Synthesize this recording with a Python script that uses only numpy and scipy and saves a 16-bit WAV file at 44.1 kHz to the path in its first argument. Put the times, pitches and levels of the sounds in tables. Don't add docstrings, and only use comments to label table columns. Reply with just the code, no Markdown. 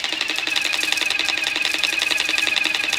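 import sys
import numpy as np
from scipy import signal
from scipy.fft import rfft, irfft
from scipy.io import wavfile
from scipy.ndimage import uniform_filter1d

SR = 44100
rng = np.random.default_rng(int(sys.argv[2]) if len(sys.argv) > 2 else 0)


def linear_from_db(decibels):
    return 10 ** (np.asarray(decibels, float) / 20)


def store_pcm(level_fs):
    pcm = np.round(np.clip(level_fs, -1, 1) * 32767).astype(np.int16)
    wavfile.write(sys.argv[1], SR, np.atleast_2d(pcm).T)


N = 131418

# start_s, slam_db, rebound_db, whine_db
PUSH_STROKES = [(0.0403, -7, -17.5, -22), (0.2094, -5.5, -17.5, -22.5), (0.383, -7, -25, -22),
                (0.5611, -6.0, -10, -18.5), (0.7412, -5, -18, -17.5), (0.9228, -2.5, -20, -18),
                (1.1034, -6.5, -13.5, -17), (1.2845, -6.5, -7.5, -16.5), (1.4671, -5.5, -17.5, -18),
                (1.6501, -5, -16.0, -18.5), (1.8347, -5.5, -10.5, -16.5), (2.0173, -5.5, -9.5, -17),
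                (2.1994, -5.0, -14.5, -16.5), (2.3805, -4.0, -15.5, -14), (2.5631, -7, -10, -15.5),
                (2.7457, -5.5, -19.5, -17.5), (2.9287, -5.5, -14, -16)]
# start_s, slam_db, rebound_db, whine_db
PULL_STROKES = [(0.1236, -9, -27, -22), (0.2947, -10, -19, -21.5), (0.4708, -11, -19.5, -18.5),
                (0.6499, -10, -17, -18), (0.831, -8.5, -17, -16.5), (1.0121, -9.5, -12.5, -18.0),
                (1.1927, -9, -15, -17.5), (1.3743, -10.5, -27, -17.5), (1.5574, -9.5, -18, -17.5),
                (1.7409, -7.5, -18.5, -20), (1.925, -10.5, -17.0, -17.0), (2.1071, -8.5, -11.5, -17),
                (2.2882, -9.5, -20, -16.5), (2.4703, -7.5, -14.0, -15.5), (2.6529, -7.5, -14, -18),
                (2.836, -9.5, -24.5, -17.5)]
# pitch_hz, push_db, pull_db, t60_s, rebound_change_db
SHELL_MODES = [(316.6, -28.5, -14, 0.16, -4), (429, -23, -15, 0.042, -4), (601, -22, -13.5, 0.031, -9),
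               (794, -17.5, -18.5, 0.045, -0.5), (978, -21, -20, 0.057, 3),
               (1202, -19.5, -17.5, 0.033, 2.5), (1878, -7, -3, 0.025, -10.5), (2080, -7.5, -5, 0.014, 6),
               (2587, 2.5, 5, .012, 3), (2800, 3.5, 3, 0.0065, 2.5), (3552, 6, 6, 0.0097, 3),
               (4000, 2.5, 5, 0.011, 4.5), (4630, -11, -7, 0.04, -8), (5150, -3, -14.5, 0.013, 6)]
# delay_s, level_db, rebound_share (0-1), softness_s
SLAM_CONTACTS = [
    (.0008, -0.5, 0.03, 0.000081),
    (.0021, -6.5, 0, 0.00068),
    (.0040, -15.5, 0.5, 0.00024),
    (.007, -10, 0.1, 0.000068),
    (.0136, -1.5, 1, 0.000083),
    (.0143, -2.5, 0.88, 0.000087),
    (.0185, -16, 1, 0.00014),
    (.024, -24, 1, 0.00014),
]
# time_s, pitch_hz
MESH_PITCH = [(0, 2880), (.1, 2850), (.18, 2777), (.26, 2678), (.35, 2600), (.44, 2573), (.53, 2539),
              (.7, 2497), (2.98, 2497)]
# stroke_share (0-1), speed_ratio, whine_db, lower_whine_db, rattle_db
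STROKE_SHAPE = [
    (0, .97, -21, -22, -2),
    (.24, 1.2, -12, -25, -0.5),
    (.42, 1.02, -19, -22, -5),
    (.49, 1.0, -4.5, -18, -5),
    (.58, 1.025, -.5, -15, -5),
    (.71, .99, -4.5, -14, -6),
    (.8, .98, -17, -15, -7),
    (.9, .965, -19, -19, -8),
]
# freq_hz, level_db (per Hz)
RATTLE_TONE = [(200, -52), (311, -20), (1450, -16), (2300, -5.5), (3200, -10), (4500, -17), (7500, -26.5),
               (11000, -55)]
# mesh_multiple (ratio), level_db
GEAR_PARTIALS = [(.126, -11), (.25, -18), (.495, -14.5), (1.66, -10.5), (1.88, -10.5)]
# start_s, level_db, pitch_hz
EARLY_DROPS = [(0.0915, -21, 5950), (0.2835, -17, 5500), (0.3592, -15.5, 5330), (0.377, -16.5, 4330),
               (0.504, -19.5, 5500), (0.5116, -19, 6000), (0.5596, -14, 5754), (0.5721, -34, 6930),
               (0.6159, -16, 5540), (0.6437, -15, 6700), (0.6608, -20.5, 7100), (0.6778, -26, 5880),
               (0.7323, -24, 5000), (0.7359, -32, 4580), (0.7505, -21, 7800), (0.7754, -18, 5410),
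               (0.8057, -18, 4684), (0.8093, -16, 5840), (0.8173, -15.5, 6540), (0.8344, -15, 4900),
               (0.8506, -15, 4500), (0.8585, -24, 5200), (0.875, -20, 4700), (0.8835, -16, 4700),
               (0.9142, -28, 5400), (0.9262, -17, 6710), (0.9278, -21, 5800), (0.9454, -29, 5040),
               (0.9732, -14, 5400), (0.9752, -11, 5350), (0.9968, -20, 5100), (1.0055, -23, 4500),
               (1.0204, -17, 5470), (1.0224, -26, 4700), (1.0575, -14, 6230), (1.1067, -16.5, 7900),
               (1.2499, -17, 4624), (1.2611, -15, 5500), (1.275, -20, 5370), (1.4382, -14, 5252),
               (1.4728, -18, 5604), (1.4992, -21.5, 5890), (1.6229, -18, 4730), (1.6501, -25, 4990),
               (1.678, -33, 4700), (1.7026, -19, 5080)]
# start_s, level_db, pitch_hz
LATE_DROPS = [(1.7154, -15, 5090), (1.7346, -13, 4860), (1.7855, -14, 5250), (1.8686, -14, 5350),
              (1.8703, -32, 5330), (1.8909, -16, 5700), (1.898, -17, 5900), (1.9078, -28, 5000),
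              (1.991, -22, 5920), (1.993, -21, 6000), (1.9995, -22, 5190), (2.0131, -17, 5705),
              (2.0631, -26, 4465), (2.065, -22, 4500), (2.0826, -26, 4800), (2.0852, -24, 7700),
              (2.0996, -21.5, 6350), (2.1013, -23, 8300), (2.1084, -19, 4700), (2.1154, -23, 4540),
              (2.17, -20, 4704), (2.1768, -23, 6340), (2.1828, -14.5, 6270), (2.1849, -19, 4860),
              (2.2528, -22, 5723), (2.2553, -18.5, 6900), (2.2676, -23, 5800), (2.3079, -39, 5000),
              (2.354, -21, 4942), (2.3803, -21, 4995), (2.3903, -32, 7850), (2.4187, -18, 5500),
              (2.4213, -24, 4540), (2.4366, -17, 6790), (2.4509, -25, 5900), (2.4647, -23, 5400),
              (2.5659, -28, 5280), (2.5765, -25, 4480), (2.6438, -15, 5320), (2.6674, -25, 5120),
              (2.7503, -28, 4350), (2.8991, -20, 6280), (2.9276, -13, 5690), (2.9396, -17, 5900),
              (2.9607, -27, 5310), (2.9688, -16.5, 6460)]
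# time_s, level_db
JET_BREAKUP = [(0.0, -68), (.5, -49), (0.85, -45.5), (1.3, -56), (1.7, -47.5), (2.05, -44), (2.55, -47.5),
               (2.98, -52)]
# start_s, level_db
JAW_CLACKS = [(.0012, -10), (.7312, -1.5), (1.6771, -4), (2.3074, -1.5)]
# freq_hz, level_db (per Hz)
GARDEN_TONE = [(25, -9), (55, 0), (100, 0), (200, -1.5), (300, 0.5), (600, -61)]

SLAM_DB, CRACK_DB, SCRAPE_DB, SCRAPE_S = -2.5, -5.5, -22, 0.0026
CONTACT_SCATTER_DB, CONTACT_JITTER_S, MODE_SCATTER_DB = 2., .0003, 1.1
PULL_REBOUND_LAG_S = 0.00079
BOUNCE_NODE_HZ, BOUNCE_NODE_WIDTH_HZ, BOUNCE_NODE_DB = 2600, 510, -11
WOBBLE, WHINE_FLUTTER_DB = .011, 3
LOWER_RATIO, LOWER_SWING, LOWER_FLUTTER_DB, LOWER_WOBBLE = .66, .5, 3.2, .022
START_DB, EARLY_LAG, EARLY_S = -12, 0.05, 0.27
GLIDE_HZ, GLIDE_FALL_HZ, GLIDE_DB = 703, 124.9, -24
RATTLE_DB, RATTLE_SHELL_DB, GRAIN_DB = -31.5, -32.5, 2
DROP_DB, DROP_RING_DB, DROP_T60_S, DROP_LAG_S = 12.5, -12, 0.0047, -.0001
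SPRAY_PER_S, SPRAY_MID_DB, SPRAY_DB, SPRAY_SCATTER_DB = 53.2, -51, -18, 3
CLUMP_S, CLUMP_PER_S = .012, 60
ECHO_S, ECHO_DB, ECHO_HZ = .0045, -2, 6600
HISS_DB, SPLASH_DB, SPLASH_S = -14, -32, 0.0069
JAW_LOW_HZ, JAW_HIGH_HZ, JAW_DB, JAW_TAIL_DB, JAW_TAIL_S = 1500, 5500, 14, -30, 0.0067
GARDEN_DB, TAIL_DB, TAIL_T60_S = -50.5, -31, 0.26
SHELL_LOW_HZ, TOP_HZ = 268, 15900


def band(x, lo_hz, hi_hz):
    return signal.sosfilt(signal.butter(2, [lo_hz, hi_hz], "bandpass", fs=SR, output="sos"), x)


def ring(x, hz, t60_s):
    radius = np.exp(-np.log(1000) / (max(t60_s, .002) * SR))
    angle = 2 * np.pi * hz / SR
    return signal.lfilter([0, np.sin(angle)], [1, -2 * radius * np.cos(angle), radius ** 2], x)


def die_away(x, seconds):
    return signal.lfilter([1], [1, -np.exp(-1 / (seconds * SR))], x)


def unit(x):
    return x / np.sqrt(np.mean(x ** 2))


def colour(x, points):
    hz, db = np.array(points, float).T
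    freq = np.maximum(np.arange(N // 2 + 1) * SR / N, 1)
    gain = linear_from_db(np.interp(np.log(freq), np.log(hz), db, left=-60, right=-85))
    return unit(irfft(rfft(x) * gain, N))


def walk(rate):
    hold = int(SR / rate)
    steps = np.repeat(rng.standard_normal(N // hold + 1), hold)
    return 1.155 * uniform_filter1d(uniform_filter1d(steps, hold), hold)[:N]


def clicks(times, sizes, soft_s):
    at = np.asarray(times) * SR
    idx = at.astype(int)[:, None] + np.arange(-40, 41)
    push = np.exp(-.5 * ((idx - at[:, None]) / max(soft_s * SR / 2, .6)) ** 2)
    push *= (sizes / push.sum(1))[:, None]
    return np.bincount(np.clip(idx, 0, N - 1).ravel(), push.ravel(), N)


def follow(points, t):
    return np.interp(t, *np.array(points).T)


def slams(strokes, side):
    start, slam_db, rebound_db, _ = np.array(strokes, float).T
    chance = rng.standard_normal((len(start), len(SLAM_CONTACTS), len(SHELL_MODES) + 2))
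    trains = np.zeros((len(SHELL_MODES), N))
    hits = np.zeros(N)
    for c, (delay, db, rebound, soft) in enumerate(SLAM_CONTACTS):
        rebounding = c > 3
        at = start + delay + PULL_REBOUND_LAG_S * (side - 1) * rebounding
        at = at + CONTACT_JITTER_S * chance[:, c, -1] * (c % 4 > 0)
        size_db = db + slam_db + rebound * (rebound_db - slam_db)
        size = linear_from_db(size_db + CONTACT_SCATTER_DB * chance[:, c, -2] * (c % 4 > 1))
        hits += clicks(at, size, soft)
        for m, mode in enumerate(SHELL_MODES):
            node_db = BOUNCE_NODE_DB * np.exp(-((mode[0] - BOUNCE_NODE_HZ) / BOUNCE_NODE_WIDTH_HZ) ** 2)
            spot_db = mode[4] * rebounding + node_db * (c == 3)
            scatter_db = MODE_SCATTER_DB * chance[:, c, m] * (m > 0)
            trains[m] += clicks(at, size * linear_from_db(spot_db + scatter_db), soft)
    shell = np.zeros(N)
    for m, mode in enumerate(SHELL_MODES):
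        shell += (-1) ** m * linear_from_db(mode[side]) * ring(trains[m], mode[0], mode[3])
    crack = die_away(hits, 0.0012) * band(rng.standard_normal(N), 4870, 7480)
    scrape = die_away(hits, SCRAPE_S) * band(rng.standard_normal(N), 640, 7100)
    return linear_from_db(SLAM_DB) * shell + linear_from_db(SCRAPE_DB) * scrape + linear_from_db(CRACK_DB) * crack


def gears(t):
    rows = np.array(sorted(list(PUSH_STROKES) + list(PULL_STROKES)), float)
    first = 2 * rows[0] - rows[1] + [0, 0, 0, START_DB]
    last = 2 * rows[-1] - rows[-2]
    rows = np.vstack([first, rows, last])
    count = np.interp(t, rows[:, 0], np.arange(len(rows)))
    share = (count - EARLY_LAG * np.exp(-t / EARLY_S)) % 1
    shape = np.array(STROKE_SHAPE, float).T
    curves = [uniform_filter1d(np.interp(share, shape[0], c, period=1), size=60) for c in shape[1:]]
    speed, main_db, lower_db, rattle_db = curves
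    load_db = np.interp(count - .6, np.arange(len(rows)), rows[:, 3])

    mesh_hz = follow(MESH_PITCH, t)
    phase = 2 * np.pi * np.cumsum(mesh_hz * speed * (1 + WOBBLE * walk(150))) / SR
    lower_speed = speed ** LOWER_SWING * (1 + LOWER_WOBBLE * walk(200))
    lower_phase = 2 * np.pi * LOWER_RATIO * np.cumsum(mesh_hz * lower_speed) / SR
    flutter_db = WHINE_FLUTTER_DB * (walk(200) + walk(1200)) / 1.93
    whine = linear_from_db(main_db + load_db + 2.0 + flutter_db) * np.sin(phase)
    lower = np.sin(lower_phase) + linear_from_db(-10.5) * np.sin(lower_phase / 2)
    lower = lower * linear_from_db(lower_db + load_db - 1.5 + LOWER_FLUTTER_DB * walk(120))
    for multiple, db in GEAR_PARTIALS:
        level_db = db + lower_db + load_db + LOWER_FLUTTER_DB * walk(60 + 90 * multiple)
        lower = lower + linear_from_db(level_db) * np.sin(multiple * lower_phase / LOWER_RATIO)

    pull = count % 2
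    swell = np.sin(np.pi * np.clip((pull - .25) / 0.79, 0, 1))
    sigh = swell * np.sin(2 * np.pi * np.cumsum(GLIDE_HZ - GLIDE_FALL_HZ * (pull % 1)) / SR)
    glide = linear_from_db(GLIDE_DB + load_db) * sigh

    teeth = rng.standard_normal((2, N)) * linear_from_db(GRAIN_DB * walk(600) + rattle_db)
    shell = np.zeros(N)
    for hz, push_db, pull_db, t60_s, _ in SHELL_MODES:
        shell += linear_from_db(min(push_db, pull_db)) * unit(ring(teeth[1], hz, 1.16 * t60_s))
    rattle = linear_from_db(RATTLE_DB) * colour(teeth[0], RATTLE_TONE) + linear_from_db(RATTLE_SHELL_DB) * unit(shell)
    return whine + lower + glide + rattle


def drops(t):
    start, level_db, pitch_hz = np.array(list(EARLY_DROPS) + list(LATE_DROPS), float).T
    step = np.arange(0, t[-1], .002)
    chance = rng.random((len(step), 3))
    rate = SPRAY_PER_S * linear_from_db(follow(JET_BREAKUP, step) - SPRAY_MID_DB)
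    since = step[:, None] - start
    clump = np.where(since > 0, np.exp(-np.abs(since) / CLUMP_S), 0).max(1)
    rate = rate + CLUMP_PER_S * clump
    odds = np.clip((rate * .002 - chance[:, 0]) * 50, 0, 1)
    small = odds * linear_from_db(SPRAY_DB - SPRAY_SCATTER_DB * np.log(chance[:, 1] + 0.13))
    snap = clicks(start + DROP_LAG_S, -linear_from_db(level_db + DROP_DB), .000045)
    snap = snap - clicks(step + 0.0025 * chance[:, 2], small, .00003)

    age = np.arange(400) / SR
    ring_db = level_db[:, None] + DROP_DB + DROP_RING_DB - 60 * age / DROP_T60_S
    rings = linear_from_db(ring_db) * np.sin(2 * np.pi * pitch_hz[:, None] * age)
    idx = (start[:, None] * SR).astype(int) + np.arange(len(age))
    direct = band(snap, 5700, 14600) + np.bincount(np.minimum(idx, N - 1).ravel(), rings.ravel(), N)
    lag = int(ECHO_S * SR)
    echo = np.r_[np.zeros(lag), band(direct, ECHO_HZ / 1.5, ECHO_HZ * 1.5)[:-lag]]

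    hiss = unit(band(rng.standard_normal(N), 3900, 10800))
    splash = die_away(np.abs(snap), SPLASH_S)
    hiss_db = follow(JET_BREAKUP, t) + HISS_DB + 5.5 * walk(40.2)
    spray = (linear_from_db(hiss_db) + linear_from_db(SPLASH_DB) * splash) * linear_from_db(3.2 * walk(500)) * hiss
    return direct + linear_from_db(ECHO_DB) * echo + spray


def jaws():
    start, level_db = np.array(JAW_CLACKS, float).T
    hit = clicks(start, linear_from_db(level_db + JAW_DB), .00005)
    tail = die_away(hit, JAW_TAIL_S) * rng.standard_normal(N)
    return band(hit + linear_from_db(JAW_TAIL_DB) * tail, JAW_LOW_HZ, JAW_HIGH_HZ)


def open_air(near):
    k = np.arange(int(.2 * SR))
    tail = rng.standard_normal(len(k)) * np.exp(-np.log(1000) * k / (TAIL_T60_S * SR))
    tail = tail * (k > .002 * SR)
    return signal.fftconvolve(near, tail / np.sqrt(np.sum(tail ** 2)))[:N]


def garden():
    rise_db = np.interp(np.arange(N), [0, N], [-2.5, 1.5])
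    return linear_from_db(GARDEN_DB + rise_db + 0.2 * walk(6.4)) * colour(rng.standard_normal(N), GARDEN_TONE)


def scene():
    t = np.arange(N) / SR
    near = slams(PUSH_STROKES, side=1) + slams(PULL_STROKES, side=2) + gears(t) + drops(t) + jaws()
    near = signal.sosfilt(signal.butter(4, SHELL_LOW_HZ, "highpass", fs=SR, output="sos"), near)
    return (near + linear_from_db(TAIL_DB) * open_air(near) + garden())[None]


def band_limit(x):
    return signal.sosfilt(signal.butter(12, 16810, fs=SR, output="sos"), x)


def record(dry):
    mix = signal.sosfilt(signal.ellip(8, .2, 60, TOP_HZ, fs=SR, output="sos"), dry)
    return band_limit(mix)


dry = scene()
out = record(dry)
store_pcm(out)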